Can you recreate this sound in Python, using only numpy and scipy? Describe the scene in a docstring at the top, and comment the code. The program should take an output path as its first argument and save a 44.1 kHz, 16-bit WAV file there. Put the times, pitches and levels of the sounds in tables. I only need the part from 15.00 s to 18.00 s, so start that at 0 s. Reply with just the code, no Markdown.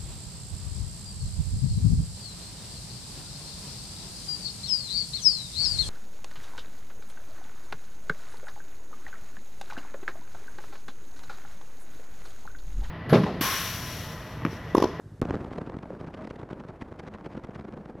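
"""Wind buffeting the microphone on a snowmobile ride. The engine first throbs on open snow; the sound
drops out for a moment and returns with a sharp knock on the camera housing. From there, on the trail,
wind tumbles over the windshield in quick ragged gusts, each a hiss that breaks into a thump, over a
rush of air, a faint engine drone, fine crackle and hollow clacks of the bodywork."""
import sys
import numpy as np
from scipy import signal
from scipy.fft import rfft, irfft
from scipy.io import wavfile
from scipy.ndimage import uniform_filter1d

SR = 44100
rng = np.random.default_rng(int(sys.argv[2]) if len(sys.argv) > 2 else 0)


def wav_out(sig):
    """Save sig, one row per channel (or a flat mono array), as 16-bit PCM at SR to the path in sys.argv[1]."""
    wavfile.write(sys.argv[1], SR, np.round(np.clip(np.atleast_2d(sig).T, -1, 1) * 32767).astype(np.int16))


N = 132300


def undb(db):
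    """Decibels to gain."""
    return 10 ** (np.asarray(db) / 20)


def unit(x):
    """Scale to rms 1."""
    return x / np.sqrt(np.mean(x ** 2))


def colour(x, eq, size=4096):
    """Minimum-phase EQ through (frequency [Hz], gain [dB]) points."""
    hz, db = np.array(eq, float).T
    bins = np.maximum(np.fft.rfftfreq(size, 1 / SR), 1)
    cepstrum = irfft(np.log(undb(np.interp(np.log(bins), np.log(hz), db))))
    cepstrum[1:size // 2] *= 2
    cepstrum[size // 2 + 1:] = 0
    impulse = irfft(np.exp(rfft(cepstrum)))[:size // 2]
    return signal.fftconvolve(x, impulse)[:len(x)]


def wander(per_s):
    """Random modulator, rms 1, gliding to a new value per_s times a second."""
    hold = int(SR / per_s)
    steps = np.repeat(rng.standard_normal(1500)[:N // hold + 1], hold)
    return unit(uniform_filter1d(steps, hold))[:N]


# Boom of the exhaust (frequency [Hz], gain [dB])
EXHAUST_EQ = [(25, -61), (50, -2), (120, 7), (205, -8), (290, -14), (5000, -110)]
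# Swish of the track on snow (frequency [Hz], gain [dB])
TRACK_EQ = [(60, -5), (320, 4.5), (650, -8.5), (1800, -14.5), (2300, -25.5), (8000, -30), (14500, -38)]
FIRING_HZ, ENGINE_DB, TRACK_DB = 50.5, -44.5, -55
THROB_HZ, THROB_PEAK_S, THROB_DB = 14, .056, 8

def cruising(t):
    """Throbbing firings ring the exhaust while the track swishes over open snow."""
    firings = np.diff(np.floor(FIRING_HZ * t + .1), prepend=0)
    throb_db = THROB_DB * np.cos(2 * np.pi * THROB_HZ * (t - THROB_PEAK_S))
    strength = undb(throb_db + rng.standard_normal(N))
    exhaust = unit(colour(firings * strength, EXHAUST_EQ))
    track = unit(colour(rng.standard_normal(N), TRACK_EQ))
    return undb(TRACK_DB) * track - undb(ENGINE_DB) * exhaust


# Thin top-end hiss (frequency [Hz], gain [dB])
SIZZLE_EQ = [(1500, 8.5), (4000, 3), (10500, -2), (11200, 0), (12000, -17)]
SIZZLE_DB, SIZZLE_FADE_DB_PER_S = -76.5, 5

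def sizzle(t):
    """A fading hiss with a faint whine, unrelated in the two ears."""
    ears = np.array([unit(colour(rng.standard_normal(N), SIZZLE_EQ)) for ear in range(2)])
    return undb(SIZZLE_DB - SIZZLE_FADE_DB_PER_S * t) * ears


# Brief mutes; the first parts the open snow from the trail (start [s], end [s])
MUTES = [(.2045, .2158), (.3012, .3055), (.4525, .458)]

def dropout_gate(t):
    """A soft-edged gate: the sound drops out for an instant at each mute."""
    gate = np.ones(N)
    for start, end in MUTES:
        gate[(t > start) & (t < end)] = 0
    return uniform_filter1d(uniform_filter1d(gate, size=48), size=48)


def eddies(size, spread_db=4.5):
    """Dense pressure kicks of very uneven strength."""
    return rng.standard_normal(size) * undb(spread_db * rng.standard_normal(size))


# Dark bed of rushing air (frequency [Hz], gain [dB])
RUSH_EQ = [(20, -7.5), (45, 0), (120, -2.5), (230, 1), (500, -5.5), (1000, -13.5), (1600, -20), (3200, -37),
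           (6000, -45.5), (14000, -56.5)]
# Fader ride of that bed (time [s], level [dB])
RUSH_FADER = [(.22, -37.5), (.4, -39), (.7, -45.5), (1.9, -46), (3, -47.5)]
RUSH_FLICKER_DB = 2.2

def rush(t):
    """Restless air that eases as the ride goes on."""
    air = colour(eddies(N) * undb(RUSH_FLICKER_DB * wander(per_s=90)), RUSH_EQ)
    return unit(air) * undb(np.interp(t, *np.array(RUSH_FADER).T))


# Engine partials on the trail (harmonic [number], centre level [dB])
DRONE_PARTIALS = [(1, -66), (3, -70)]
DRONE_HZ, DRONE_WAVER, DRONE_SWING_DB = 208, .025, 8.0

def engine_drone():
    """The revving engine wavers faintly in pitch and level under the wind."""
    pitch_hz = DRONE_HZ * (1 + DRONE_WAVER * wander(per_s=10))
    phase = 2 * np.pi * np.cumsum(pitch_hz) / SR
    return sum(np.sqrt(2) * undb(db + DRONE_SWING_DB * wander(per_s=18)) * np.sin(harmonic * phase)
               for harmonic, db in DRONE_PARTIALS)


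# Hits of the knock (time [s], ring level [dB], click level [dB])
KNOCK_HITS = [(.2162, -29, -23), (.2188, -9.5, -38), (.227, -16.5, -46)]
# Dead ring of the camera housing (frequency [Hz], 60 dB decay [s], gain [dB])
HOUSING_MODES = [(275, .023, -1.5), (430, .016, -5), (1100, .009, -16)]
CLICK_DECAY_S = 0.000083

def knock(t):
    """A click, a blow and a rebound ring the camera housing."""
    out = np.zeros(N)
    for at, ring_db, click_db in KNOCK_HITS:
        age = np.maximum(t - at, 0)
        ring = sum(undb(db - 60 * age / t60) * np.sin(2 * np.pi * hz * age)
                   for hz, t60, db in HOUSING_MODES)
        click = (t > at) * np.exp(-age / CLICK_DECAY_S)
        out += undb(ring_db) * ring + undb(click_db) * click
    return out


def puffs(cues, eq, fall, spike_s, rise=.52, size=6144):
    """For each (time [s], length [s], peak level [dB]) a swarm of eddies swells and breaks off."""
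    out = np.zeros(N + 2 * size)
    t = (np.arange(size) - size // 2) / SR
    for at, length, db in cues:
        from_peak = np.where(t < 0, t / (length * rise), (t / (length * fall)) ** 2)
        envelope = np.exp(-.5 * from_peak ** 2)
        clumps_db = 4 * uniform_filter1d(np.repeat(rng.standard_normal(size // 96), 96), size=24)
        swarm = eddies(size) * envelope * undb(clumps_db)
        spike_share = np.clip(spike_s / length, 0, .9)  # short puffs put their energy in one spike
        swarm *= np.sqrt((1 - spike_share) / np.sum(swarm ** 2))
        swarm[size // 2] += np.sqrt(spike_share)
        puff = colour(swarm, eq)
        peak_rms = np.sqrt(uniform_filter1d(puff ** 2, size=360).max())
        start = int(at * SR) + size // 2
        out[start:start + size] += puff * undb(db) / peak_rms
    return out[size:size + N]


# Gusts on the microphone, before trims (time [s], length [ms], thump level [dB], hiss level [dB])
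GUST_CUES = [(0.227,12,-28.5,-53.5), (.254,5.1,-31,-50.5), (0.298,22,-29.5,-52), (0.3079,3.4,-26,-45.5),
             (0.33,17,-36,-55.5), (0.345,7.9,-29,-48.5), (0.355,3.5,-32,-52.5), (0.365,2.7,-32,-60),
             (.413,14.7,-35,-55), (0.448,5.3,-36.5,-53.5), (0.515,15,-35.5,-56), (0.534,14,-44,-50),
             (.560,16,-40,-55), (0.583,10.3,-32.5,-48), (0.616,13,-32,-53.5), (0.673,19.6,-35.5,-58.5),
             (0.699,11,-37.5,-55), (0.742,25,-35,-60.5), (.768,5.1,-32.5,-61), (0.789,7.1,-44,-53),
             (0.832,8.8,-37.5,-54), (0.931,24,-38,-64), (1.001,13,-39.5,-57.5), (1.0119,3.6,-36.5,-56.5),
             (1.043,17,-38,-57.5), (1.080,16,-37,-57.5), (1.146,16,-42.5,-48.5), (1.179,18,-40.5,-57),
             (1.215,33,-40.5,-55.5), (1.249,15,-39,-52.5), (1.275,7.5,-40,-50), (1.308,14.6,-36,-50.5),
             (1.362,9.7,-46,-56), (1.398,17.5,-40,-57.5), (1.433,10.7,-36,-56.5), (1.51,12,-36.5,-53),
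             (1.53,10.5,-33.5,-54), (1.605,15.5,-39.5,-54), (1.65,12,-40.5,-67), (1.686,7.1,-49,-59),
             (1.699,20,-39.5,-61.5), (1.821,15.6,-42.5,-46.5), (1.922,7,-37,-61.5), (1.997,8.2,-42,-48.5),
             (2.003,7.5,-47,-54.5), (2.037,8.5,-43,-60), (2.078,19.5,-39.5,-52), (2.148,22,-40.5,-53),
             (2.262,24,-40,-50), (2.33,24,-46.5,-58), (2.352,11,-38,-61), (2.375,15.4,-35,-54.5),
             (2.446,14.5,-39.5,-52.5), (2.489,9.6,-35.5,-64.5), (2.558,16,-38.5,-52.5),
             (2.595,12,-36.5,-54.5), (2.611,3.8,-46,-60), (2.65,12.7,-38.5,-59.5), (2.686,13.4,-38,-59),
             (2.725,1.9,-51,-60), (2.739,19,-38.5,-61), (2.775,17,-40.5,-67.5), (2.859,4.4,-43,-58),
             (2.898,12,-39,-62), (2.953,4,-39,-70), (2.987,16,-45,-69)]
# Low body of a gust (frequency [Hz], gain [dB])
THUMP_EQ = [(20, -15), (60, -2.5), (150, 3.5), (330, -0.5), (520, -9), (800, -18), (4000, -74)]
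# Papery mids of a gust (frequency [Hz], gain [dB])
FLUTTER_EQ = [(150, -36), (500, 1), (1000, 1), (1600, -6), (5000, -63.5)]
# Bright edge of a gust (frequency [Hz], gain [dB])
HISS_EQ = [(700, -16.5), (1900, 9), (3600, -3), (5500, -10), (11500, -28.5), (14000, -55)]
THUMP_TRIM_DB, FLUTTER_TRIM_DB, THUMP_LAG_S = 1.5, 1.5, 0.00096
BODY_FALL, HISS_FALL = .52, .36  # release, as a share of the length
BODY_SPIKE_S, HISS_SPIKE_S = .0038, .0016

def gusts():
    """Wind tumbling over the windshield hisses, flutters and ends in a low thump."""
    at, ms, thump_db, hiss_db = np.array(GUST_CUES).T
    length = ms / 1000
    flutter_db = (thump_db + hiss_db) / 2 + FLUTTER_TRIM_DB
    thump_cues = zip(at + THUMP_LAG_S, length, thump_db + THUMP_TRIM_DB)
    thump = puffs(thump_cues, THUMP_EQ, BODY_FALL, BODY_SPIKE_S)
    flutter = puffs(zip(at, length, flutter_db), FLUTTER_EQ, BODY_FALL, BODY_SPIKE_S)
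    hiss = puffs(zip(at, length, hiss_db), HISS_EQ, HISS_FALL, HISS_SPIKE_S)
    return thump + flutter + hiss


def crackle(count=42, length_s=.003, loudest_tick_db=-61, pop_boost_db=14):
    """Tiny puffs break at random along the trail, each a tick with a small pop."""
    when, weakness = rng.random((count, 2)).T
    trail_start = MUTES[0][1]
    times = trail_start + when * (N / SR - trail_start)
    cues = [(at, length_s, loudest_tick_db - 10 * weak) for at, weak in zip(times, weakness)]
    ticks = puffs(cues, HISS_EQ, HISS_FALL, HISS_SPIKE_S)
    pops = puffs(cues, FLUTTER_EQ, BODY_FALL, BODY_SPIKE_S)
    return ticks + undb(pop_boost_db) * pops


# Hollow clacks of the bodywork (time [s], pitch [Hz], level [dB])
PANEL_HITS = [(0.3399, 420, -18.5), (0.587, 520, -20.5), (0.9049, 525, -23.5), (1.821, 290, -24),
              (2.265, 360, -22.5), (2.736, 360, -29.5)]

def clacks(t, t60_s=.018):
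    """Bumps jolt the plastic panels into short dead rings."""
    out = np.zeros(N)
    for at, hz, db in PANEL_HITS:
        age = np.maximum(t - at, 0)
        out += undb(db - 60 * age / t60_s) * np.sin(2 * np.pi * hz * age)
    return out


# Side channel relative to the mid in a full blast (frequency [Hz], gain [dB])
SIDE_EQ = [(40, -41.5), (1000, -32.5), (4000, -9.5)]
FULL_BLAST_DB, CALM_WIDTH_DB = -32, -16

def stereo_side(mid):
    """The ears differ mainly in the treble, and the image widens in hard blasts."""
    power = uniform_filter1d(mid ** 2, size=2048)
    width = np.clip(power / undb(FULL_BLAST_DB) ** 2, undb(CALM_WIDTH_DB), 1)
    scatter_hz = 150 + 60 * wander(per_s=100)  # ring modulation decorrelates side from mid
    scatter = np.sqrt(2) * np.cos(2 * np.pi * np.cumsum(scatter_hz) / SR)
    return colour(mid * scatter * width, SIDE_EQ)


def scene():
    """Open snow, a dropout and a knock, then the windy trail."""
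    t = np.arange(N) / SR
    trail = gusts() + crackle() + clacks(t) + rush(t) + engine_drone()
    gate = dropout_gate(t)
    on_open_snow = t < np.mean(MUTES[0])
    mid = np.where(on_open_snow, cruising(t), trail) * gate + knock(t)
    side = stereo_side(mid)
    return np.array([mid + side, mid - side]) + sizzle(t) * gate


LOW_CUT_HZ, HIGH_CUT_HZ = 20, 13400

def record(dry):
    """The camera cuts the deepest rumble and the top."""
    low_cut = signal.butter(2, LOW_CUT_HZ, "high", fs=SR, output="sos")
    high_cut = signal.ellip(8, .2, 70, HIGH_CUT_HZ, fs=SR, output="sos")
    return signal.sosfilt(high_cut, signal.sosfilt(low_cut, dry))


dry = scene()
out = record(dry)
wav_out(out)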